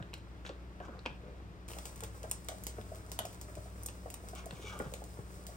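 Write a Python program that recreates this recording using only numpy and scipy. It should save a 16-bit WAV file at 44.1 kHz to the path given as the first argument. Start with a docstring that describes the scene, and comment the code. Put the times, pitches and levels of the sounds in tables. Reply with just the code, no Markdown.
"""A small, hard-walled kitchen, the stereo microphone close to a frying pan of thick, simmering sauce.
Steam bubbles plop, the sauce glugs shut over them, and drops spit and sizzle on the hot rim.
A plastic spatula clacks and stirs, rests while cream is poured in silently, then scrapes round the pan
again and squeaks once. Stove and fan hum underneath, and the tiles give a short echo."""
import sys
import numpy as np
from scipy import signal
from scipy.fft import rfft, irfft, next_fast_len
from scipy.io import wavfile
from scipy.ndimage import map_coordinates

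SR = 44100
rng = np.random.default_rng(int(sys.argv[2]) if len(sys.argv) > 2 else 0)


def wrap_up_sound(samples):
    """Save the sound to the file named by the first command line argument, as 16-bit audio."""
    columns = np.atleast_2d(samples).T
    # keep every value between -1 and 1, then stretch to whole-number steps
    tamed = np.clip(columns, -1, 1)
    steps = np.round(tamed * 32767).astype(np.int16)
    wavfile.write(sys.argv[1], SR, steps)


N = 245407
TIME = np.arange(N) / SR
AGE = np.arange(SR // 5) / SR  # seconds since one short sound began
SIZZLE_START_S = 1.68  # a sizzle switches in abruptly and the seething gets louder


def amp(db):
    """Decibels to gain."""
    return 10 ** (np.asarray(db) / 20)


def unit(x):
    """Scale to rms 1."""
    return x / np.sqrt(np.mean(x ** 2) + 1e-20)


def along(points, hz):
    """Read (Hz, value) points on a log axis."""
    freqs, values = np.transpose(points)
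    return np.interp(np.log(hz + 1), np.log(freqs + 1), values)


def after(start, ramp_s=0.0029):
    """A gate that opens at start seconds."""
    return np.clip((TIME - start) / ramp_s, 0, 1)


def wobble(rate):
    """A smooth random curve, rate knots a second."""
    return map_coordinates(rng.standard_normal(int(N * rate / SR) + 4), [TIME * rate])


def add(track, start, sound):
    """Mix a sound in at start seconds."""
    part = track[..., max(round(start * SR), 0):][..., :sound.shape[-1]]
    part += sound[..., :part.shape[-1]]


def filtered(x, response):
    """Filter x by a complex response of frequency."""
    n = x.shape[-1]
    size = next_fast_len(n + 8192, True)
    return irfft(rfft(x, size) * response(np.fft.rfftfreq(size, 1 / SR)), size)[..., :n]


def colour(points, size=2048):
    """Causal impulse response of energy 1 with the given spectral shape."""
    cepstrum = irfft(np.log(amp(along(points, np.fft.rfftfreq(size, 1 / SR)))))
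    cepstrum[1:size // 2] *= 2  # fold to minimum phase
    cepstrum[size // 2 + 1:] = 0
    body = irfft(np.exp(rfft(cepstrum)))
    return body / np.linalg.norm(body)


def modes(peaks):
    """Impulse response of energy 1 of a few resonances."""
    body = sum((-1) ** k * amp(db) * width * np.exp(-np.pi * width * AGE) * np.sin(2 * np.pi * hz * AGE)
               for k, (hz, width, db) in enumerate(peaks))
    return body / np.linalg.norm(body)


def burst(body, life_s, scatter):
    """A sharp push and its crumbling aftermath through a body, with the energy of 1 ms at rms 1."""
    crumble = rng.standard_normal(len(AGE)) * np.exp(-AGE / life_s) * np.tanh(AGE / (.25 * life_s))
    force = (AGE == 0) + scatter * crumble / np.linalg.norm(crumble)
    sound = signal.fftconvolve(force, body)[:len(AGE)]
    return sound / np.linalg.norm(sound) * np.sqrt(SR / 1000)


def grains(body, rate, spread_db):
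    """Tiny pops of uneven size, about rate a second, through a body; rms 1."""
    size = amp(spread_db * np.minimum(rng.exponential(size=N), 4)) * rng.choice([-1, 1], N)
    pops = size * (rng.random(N) < rate / SR)
    return unit(signal.fftconvolve(pops, body)[:N])


def tone(cycles, flutter, rate=16):
    """A note of rms 1 that follows a running count of cycles, wavering in level and phase."""
    waver = 1 + flutter * (wobble(rate) + 1j * wobble(rate))
    return unit(np.real(waver * np.exp(2j * np.pi * cycles)))


# How alike the room sounds on both sides of the microphone. Each row: frequency in Hz, coherence.
COHERENCE = [(60, .99), (130, .8), (180, .6), (300, .8), (640, .6), (1400, .3), (3000, .45), (6000, .45),
             (8000, .85), (15000, .85)]
def diffuse(pair):
    """Two unrelated signals become left and right, most alike in the bass."""
    def mid_side_gains(hz):
        turn = np.arccos(along(COHERENCE, hz)) / 2
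        return np.array([np.cos(turn), np.sin(turn)])
    mid, side = filtered(pair, mid_side_gains)
    return np.array([mid + side, mid - side])


def rush(spectrum):
    """Diffuse stereo noise of rms 1."""
    noise = filtered(rng.standard_normal((2, N)), lambda hz: amp(along(spectrum, hz)))
    return unit(diffuse(noise))


# Fan and stove humming behind the pan. Each row: pitch in Hz, level in dB, flutter from 0 to 1.
STOVE_HUM = [(61, -51, 0.2), (185.1, -62.5, 0.05)]
# Their rush, all round the microphone. Each row: frequency in Hz, relative level in dB.
AIR_SPECTRUM = [(20, -76), (30, -25), (45, -3), (64, -13.5), (100, -3), (140, -12.5), (180, -8.5),
                (230, -17.5), (320, -12.5), (530, -22), (840, -24), (2200, -31), (4500, -38),
                (16000, -55.5)]
def stove(air_db=-53, drone_db=-58, drone_hz=99.6, pour_start_s=1.68, pour_end_s=4.4):
    """Fan and burner hum and rush steadily; a low drone joins them during the pouring."""
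    hum = sum(amp(db) * tone(hz * TIME, flutter) for hz, db, flutter in STOVE_HUM)
    pouring = after(pour_start_s) - after(pour_end_s)
    drone = amp(drone_db) * pouring * tone(drone_hz * TIME, flutter=0.94)
    return hum + drone + amp(air_db) * rush(AIR_SPECTRUM)


def bubble(hz, swell_s, rise=0.17):
    """A pocket of steam rings briefly, its pitch rising as the hole opens; thick sauce damps it fast."""
    u = AGE / swell_s
    pitch = hz * (1 + rise * np.tanh(u - 1))
    return (u * np.exp(1 - u)) ** 2 * np.sin(2 * np.pi * np.cumsum(pitch) / SR)


# Big steam bubbles opening close to the microphone. Each row: start in seconds, level in dB,
# pitch at the peak in Hz, swell time in seconds, tearing skin in dB relative to the bubble.
BIG_BUBBLES = [(0.803, -40, 660, 0.0039, 3), (1.767, -43, 710, 0.0028, 2), (2.025, -44, 626, 0.0024, 8),
               (2.24, -38, 610, 0.0034, -2), (2.492, -37, 648, 0.0035, -14), (2.516, -40, 633, 0.0054, -3),
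               (2.783, -38.5, 556, 0.0027, -7), (2.918, -36, 598, 0.0037, -10),
               (3.203, -36.5, 600, 0.0035, -19), (3.25, -38.5, 636, 0.003, -13),
               (3.571, -38.5, 560, 0.002, -20), (3.658, -47, 623, 0.0021, -10),
               (4.059, -38, 630, 0.0029, -2), (4.239, -43, 570, 0.0015, -8),
               (4.332, -43.5, 630, 0.0036, 2.5), (4.464, -38, 593, 0.0026, -17),
               (4.595, -41.5, 453, 0.0017, -19), (4.644, -41.5, 360, 0.0026, -24),
               (4.923, -42.5, 530, 0.0025, -11), (4.941, -42.5, 586, 0.0018, -15),
               (5.021, -37.5, 605, 0.0013, -9), (5.189, -38.5, 400, 0.002, -10),
               (5.489, -44, 620, 0.0034, -22)]
# Seething sauce, and its wet squelch, heard close. Each row: frequency in Hz, relative level in dB.
SEETHE_SPECTRUM = [(150, -42.5), (330, -9), (600, -4), (850, -15), (1300, -6), (2500, -24), (5000, -67),
                   (12000, -61)]
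SQUELCH_SPECTRUM = [(120, -8), (250, -1.5), (500, 6), (750, -1), (950, -3), (1250, -3), (1480, -1),
                    (1850, -16.5), (6000, -44), (12000, -43)]
def simmer(surge, small_count=70, small_db=-63.5, seethe_db=-67.5, extra_seethe_db=-71):
    """Big plops, each tearing its wet skin, and many small ones over the seething of the sauce."""
    out, wet = np.zeros(N), colour(SQUELCH_SPECTRUM)
    for start, db, hz, swell_s, tear_db in BIG_BUBBLES:
        skin = amp(tear_db) * burst(wet, life_s=0.012, scatter=6.7)
        add(out, start - .001, amp(db) * (bubble(hz, swell_s) + skin))
    for when, pitch, size in rng.random((small_count, 3)):
        plip = bubble(420 * 2 ** (1.3 * pitch), swell_s=0.0022, rise=0.4)
        add(out, when * N / SR, amp(small_db + 3 * size) * plip)
    seethe = grains(colour(SEETHE_SPECTRUM), rate=500, spread_db=4.5)
    return out + (amp(seethe_db) + amp(extra_seethe_db) * surge) * seethe


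# Sauce slumping shut in the pan, behind the blade or over a big bubble.
# Each row: start in seconds, level in dB, final pitch in Hz, trim of the wet slap in dB.
SLUMPS = [(0.001, -37.5, 104.5, -1.5), (0.493, -43, 279, 6), (0.883, -45.5, 203, 9), (1.061, -43, 175.5, 8),
          (1.101, -44, 100, 1), (2.783, -44, 198.4, 8.5), (3.191, -49.5, 191, 10), (3.577, -43, 87, -2),
          (4.526, -39, 98.5, 0), (4.8, -41.5, 173.4, 14.5), (4.859, -41, 109, -19), (5.189, -38, 74.5, -5)]
def glugs(pocket_db=-1, first_pitch_ratio=3.596, sink_s=0.00576, swell_s=0.0081):
    """The sauce slaps shut, and the trapped air pocket's pitch sinks as its mouth narrows."""
    out, wet = np.zeros(N), colour(SQUELCH_SPECTRUM)
    envelope = AGE / swell_s * np.exp(1 - AGE / swell_s)
    sink = 1 + (first_pitch_ratio - 1) * np.exp(-AGE / sink_s)
    for start, db, final_hz, slap_db in SLUMPS:
        pocket = amp(pocket_db) * envelope * np.sin(2 * np.pi * np.cumsum(final_hz * sink) / SR)
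        slap = amp(slap_db) * burst(wet, life_s=.007, scatter=2.5)
        add(out, start, amp(db) * (pocket + slap))
    return out


# The spatula meeting the pan, close by.
# Each row: start in seconds, level in dB, then trims in dB for the knock and the tick.
BLADE_HITS = [(0.025, -44.5, 8, -0.5), (0.132, -35, -20, -17), (0.1382, -38.5, 1, 6), (0.45, -42, 9, -19),
              (0.4635, -41, 3.5, 4.5), (0.492, -43, 3, 4), (0.801, -44.5, 4, -10), (0.991, -50.5, -10, 7.5),
              (1.0545, -35, 0, -19), (1.0599, -20, -7.5, -14), (1.068, -34, -7, -13),
              (4.508, -36.5, 2, -1.5), (4.8, -45, 15, -20)]
# The pan's ring under the blade. Each row: frequency in Hz, width in Hz, relative level in dB.
PAN_MODES = [(1000, 200, 1), (1900, 300, -12), (2420, 520, -1), (2720, 280, 3.5), (3250, 220, -5)]
# The dull knock, and the tick of the blade's edge. Each row: frequency in Hz, relative level in dB.
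KNOCK_SPECTRUM = [(100, -30), (300, -8), (600, 6.5), (1100, -12.5), (1600, 12), (3000, -14), (9000, -110)]
TICK_SPECTRUM = [(1200, -23), (2400, 10.5), (3000, 11.5), (3700, 19.5), (4400, 15), (5300, 8), (6600, -2),
                 (8300, 2.5), (10000, -15.5), (16000, -32)]
def taps(ring_db=-7, knock_db=-6, tick_db=-5):
    """The plastic blade clacks on the pan, which the sauce damps heavily."""
    out, pan = np.zeros(N), modes(PAN_MODES)
    body, edge = colour(KNOCK_SPECTRUM), colour(TICK_SPECTRUM)
    for start, db, knock_trim, tick_trim in BLADE_HITS:
        ring = amp(ring_db) * burst(pan, life_s=.002, scatter=.45)
        knock = amp(knock_db + knock_trim) * burst(body, life_s=0.0015, scatter=0.6)
        tick = amp(tick_db + tick_trim) * burst(edge, life_s=0.00053, scatter=1.0)
        add(out, start + 0.00081, amp(db) * (ring + knock + tick))
    return out


# Drops bursting on hot metal near the microphone.
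# Each row: start in seconds, level in dB, then trims in dB for the snap, the ping and the spray.
DROPS = [(0.1386, -38, -23, -8, -27), (0.179, -52, -18, -1, -22), (1.686, -49, 10.5, 11.5, -27),
         (1.705, -42.5, 3.5, -9, -31), (1.716, -42, 4, -12, -29), (1.734, -48, 11, -12, -23),
         (1.741, -55, 7, -12, -23), (1.786, -46.5, 10.5, -16, -1), (1.855, -37, -3, 5, -5.5),
         (1.867, -42, -4, -12, -20), (1.959, -36.5, -11, -12, -24), (1.978, -46, -6, -8, -17),
         (2.006, -35, -4, 1, -17), (2.036, -33, -3, -4, -11), (2.045, -40, -3, -12, -25),
         (2.231, -44.5, 3, 7.5, -8.5), (2.297, -40, -23, -1, -27), (2.313, -17.5, -14.5, 0, -26.5),
         (2.446, -45, -15, 3.5, -23), (2.486, -27, -2, -4, -14), (2.6371, -28, -23, -9, -21),
         (2.6675, -22, -15.5, -23, -15.5), (2.813, -54, 12.5, -15, -18), (2.957, -43.5, -2, -10, -12.5),
         (3.117, -35.5, -5, -16, -4.5), (3.1898, -18, -3, -20, -28), (3.2529, -31.5, -6, -20, -13.5),
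         (3.329, -45, -6, -12, -10), (3.413, -35, -17, -13, -9.5), (3.553, -45.5, -0.5, 2, -10),
         (3.8335, -29, -36, -14, -42), (3.8603, -27, -25, -9, -19), (3.862, -21, -23, -5.5, -30),
         (3.886, -38, 3, -17, -22), (4.102, -32, -10, -4, -17), (4.1409, -27, -11, -8, -40),
         (4.2865, -44.5, -12, -6, -3), (4.3513, -41, -16, -8, -8.5), (4.458, -33.5, -27, -7, -18),
         (4.79, -33, -10, -3, -25), (4.938, -30.5, -3.5, 0, -16), (5.04, -45.5, -20, 8.5, -6),
         (5.467, -42.5, -6, -14, -2)]
# A drop's bright crack, lower snap and frying spray. Each row: frequency in Hz, relative level in dB.
CRACK_SPECTRUM = [(1500, -30), (4500, 4), (6200, 18.5), (7400, 1), (8600, 16.5), (11000, 21.5), (12500, 8),
                  (14800, 19), (17000, -21)]
SNAP_SPECTRUM = [(150, -35), (450, 14), (1000, 14.5), (1700, 8), (2600, 10.5), (3400, 12), (4300, 5.5),
                 (5200, 3.5), (6200, 7), (9000, -8), (16000, -5)]
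FRY_SPECTRUM = [(500, 5.5), (1200, -5), (2500, -10.5), (5000, 0.5), (7000, 0), (8700, 2), (11000, -0.5),
                (13000, -13), (15700, -0.5), (17000, -55)]
def spits(crack_db=-9.5, snap_db=-5, spray_db=7, ping_hz=8300):
    """Each drop cracks open, its tiny cavity rings for a few cycles, then its spray fries away."""
    out = np.zeros(N)
    bright, low, fry = colour(CRACK_SPECTRUM), colour(SNAP_SPECTRUM), colour(FRY_SPECTRUM)
    detunes = 1.04 ** rng.uniform(-1, 1, len(DROPS))
    for (start, db, snap_trim, ping_trim, spray_trim), detune in zip(DROPS, detunes):
        crack = amp(crack_db) * burst(bright, life_s=.0008, scatter=.45)
        snap = amp(snap_db + snap_trim) * burst(low, life_s=.0012, scatter=.7)
        spray = amp(spray_db + spray_trim) * burst(fry, life_s=0.022, scatter=0.6)
        ping = amp(ping_trim) * bubble(ping_hz * detune, swell_s=.0002, rise=.25)
        add(out, start + .0007, amp(db) * (crack + snap + spray))
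        add(out, start + .0003, amp(db) * ping)
    return out


# The spatula working round the pan, close by. Each row: start and length in seconds,
# then levels in dB for slosh, squelch, suck and scrape.
STIRS = [(0.446, 0.037, -77, -72, -60, -53.5), (0.818, 0.059, -67, -57, -55.5, -65.5),
         (0.88, 0.13, -57.5, -64, -64, -83), (1.182, 0.24, -56.5, -78, -76, -91),
         (4.339, 0.09, -81, -68, -59, -56), (4.47, 0.16, -63, -70, -70, -63),
         (4.59, .1, -70, -66, -78, -56), (4.624, .115, -81, -71, -60, -51.5),
         (4.69, 0.11, -63, -58, -52.5, -61), (4.795, .11, -54, -58, -60, -64)]
# Thick sauce pushed aside. Each row: frequency in Hz, relative level in dB.
SLOSH_SPECTRUM = [(150, -4), (300, -14.5), (500, -1), (750, -21), (1300, -24), (3000, -32), (12000, -59)]
# Air sucked in behind the blade. Each row: pitch in Hz, swell time in seconds, relative level in dB.
AIR_POCKETS = [(675, 0.0017, -5.5), (1143, 0.0029, -1), (1410, 0.0022, -1)]
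# The blade ringing on the pan floor. Each row: frequency in Hz, width in Hz, relative level in dB.
BLADE_MODES = [(1130, 130, 0), (2260, 200, 2.5), (2950, 340, 1), (3450, 380, 0), (6150, 1700, -6)]
def strokes(scrape_trim_db=-1, press_share=0.44, pitch_sag=.08):
    """The blade pushes sauce aside, drags wetly through it and rasps on the pan, sinking in pitch."""
    slosh = grains(colour(SLOSH_SPECTRUM), rate=400, spread_db=3)
    squelch = grains(colour(SQUELCH_SPECTRUM), rate=500, spread_db=3.5)
    suck = unit(sum(amp(db) * grains(bubble(hz, swell_s), rate=110, spread_db=2.5)
                    for hz, swell_s, db in AIR_POCKETS))
    scrape = amp(scrape_trim_db) * grains(modes(BLADE_MODES), rate=420, spread_db=3)
    out, layers = np.zeros(N), np.array([slosh, squelch, suck, scrape])
    for start, length, *levels_db in STIRS:
        progress = np.linspace(0, 1, int(length * SR))
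        pressure = np.sin(np.pi / 2 * np.interp(progress, [0, press_share, 1], [0, 1, 0]))
        travel = start * SR + np.cumsum(1 - pitch_sag * (progress - .5))  # slowing lowers the pitch
        add(out, start, pressure * map_coordinates(amp(levels_db) @ layers, [travel]))
    return out


def sizzle_surge(swell_db=9, swell_at_s=1.754, half_width_s=0.13):
    """Gain of the sizzle and extra seething: it switches in abruptly, swells briefly and settles at 1."""
    swell = np.exp(-((TIME - swell_at_s) / half_width_s) ** 2)
    return after(SIZZLE_START_S) * amp(swell_db * swell)


def sizzle(surge, hiss_db=-63, sputter_db=1.6, droplet_db=-52, droplet_count=12):
    """Water steams off the rim: a sputtering hiss, tiny crackles and the odd droplet frying away."""
    droplets, fry = np.zeros(N), colour(FRY_SPECTRUM)
    for when, size in rng.random((droplet_count, 2)):
        start = SIZZLE_START_S + when * (N / SR - SIZZLE_START_S)
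        add(droplets, start, amp(droplet_db + 5 * size) * burst(fry, life_s=0.045, scatter=3.3))
    crackle = amp(-9) * grains(fry, rate=90, spread_db=5)
    sputter = amp(sputter_db * wobble(rate=26))
    return droplets + amp(hiss_db) * surge * sputter * (rush(FRY_SPECTRUM) + crackle)


# One squeak from the pan floor: start and length in seconds, level in dB, first and last pitch in Hz.
BLADE_SQUEAK = (4.632, .1, -55.5, 2390, 2190)
def squeak():
    """At its hardest push the blade sticks and slips on the pan floor: a short, rough note that sinks."""
    start, length, db, first_hz, last_hz = BLADE_SQUEAK
    progress = np.clip((TIME - start) / length, 0, 1)
    pitch = first_hz + (last_hz - first_hz) * progress
    envelope = np.sin(np.pi * progress ** .75) ** 2
    return amp(db) * envelope * tone(np.cumsum(pitch) / SR, flutter=.6, rate=190)


# The kitchen's echo at the microphone. 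Each row: frequency in Hz, seconds to fall by 60 dB.
KITCHEN_DECAY = [(150, 0.035), (700, 0.3), (3000, 0.28), (8000, 0.21), (15000, 0.013)]
def in_kitchen(sources, echo_db, gap_s=0.0028, early_db=9.5, early_s=0.0012):
    """Close sounds and their echo: hob and pan wall answer first, then tiles and walls."""
    send, echo = amp(echo_db) @ np.array(sources), np.zeros((2, N))
    for part in np.array_split(np.arange(N), 12):  # the tail differs from moment to moment
        hz, age, noise = signal.stft(rng.standard_normal((2, SR // 3)), SR, nperseg=256)
        decay = amp(-60 * age / along(KITCHEN_DECAY, hz)[:, None])
        tail = signal.istft(noise * decay, SR, nperseg=256)[1]
        early = amp(early_db) * np.exp(-np.arange(tail.shape[1]) / SR / early_s)
        tail = diffuse(tail * (1 + early))
        tail /= np.linalg.norm(tail[0])
        add(echo, part[0] / SR + gap_s, signal.fftconvolve(send[None, part], tail, axes=1))
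    return sum(sources) + echo


# The microphone's balance. Each row: frequency in Hz, left minus right in dB.
MIC_BALANCE = [(60, .9), (130, 2.5), (300, .3), (1200, 2.2), (2400, .7), (4500, 1.8), (8000, -.8),
               (15000, 0)]
def microphone(x, phases):
    """The left and right ports differ in level and phase, by frequency."""
    half = np.array([[.5], [-.5]])
    def response(hz):
        phase = np.interp(hz, *np.transpose(phases))
        return amp(half * along(MIC_BALANCE, hz)) * np.exp(1j * half * phase)
    return filtered(x, response)


# How the pan reaches the microphone, and the spatula, which works from another side.
# Each row: frequency in Hz, phase between the ports in radians.
PAN_PHASES = [(0, 0), (500, .2), (1000, 1.35), (1500, 3.2), (2500, 2 * np.pi), (3100, 7.7), (3900, 8.2),
              (4400, 10.4), (6000, 14.7), (7200, 14.5), (16800, -1.7)]
SPATULA_PHASES = [(0, 0), (700, .3), (1300, .7), (1600, 3.2), (2400, 2 * np.pi), (2900, 7.3), (4500, 7.2),
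                  (6000, 6.7), (16800, 4.5)]
def scene():
    """Sauce and spatula close by, the stove underneath; seething and sizzle swell together."""
    surge = sizzle_surge()
    sauce = in_kitchen([simmer(surge), glugs(), spits()], echo_db=[-4, -5, -3.5])
    spatula = in_kitchen([taps(), strokes() + squeak()], echo_db=[-6, -2])
    hob = stove() + sauce + sizzle(surge)
    return microphone(hob, PAN_PHASES) + microphone(spatula, SPATULA_PHASES)


def record(dry, top_hz=16700):
    """The recorder cuts off steeply at its band limit."""
    return filtered(dry, lambda hz: 1 / (1 + (hz / top_hz) ** 120))


dry = scene()
out = record(dry)
wrap_up_sound(out)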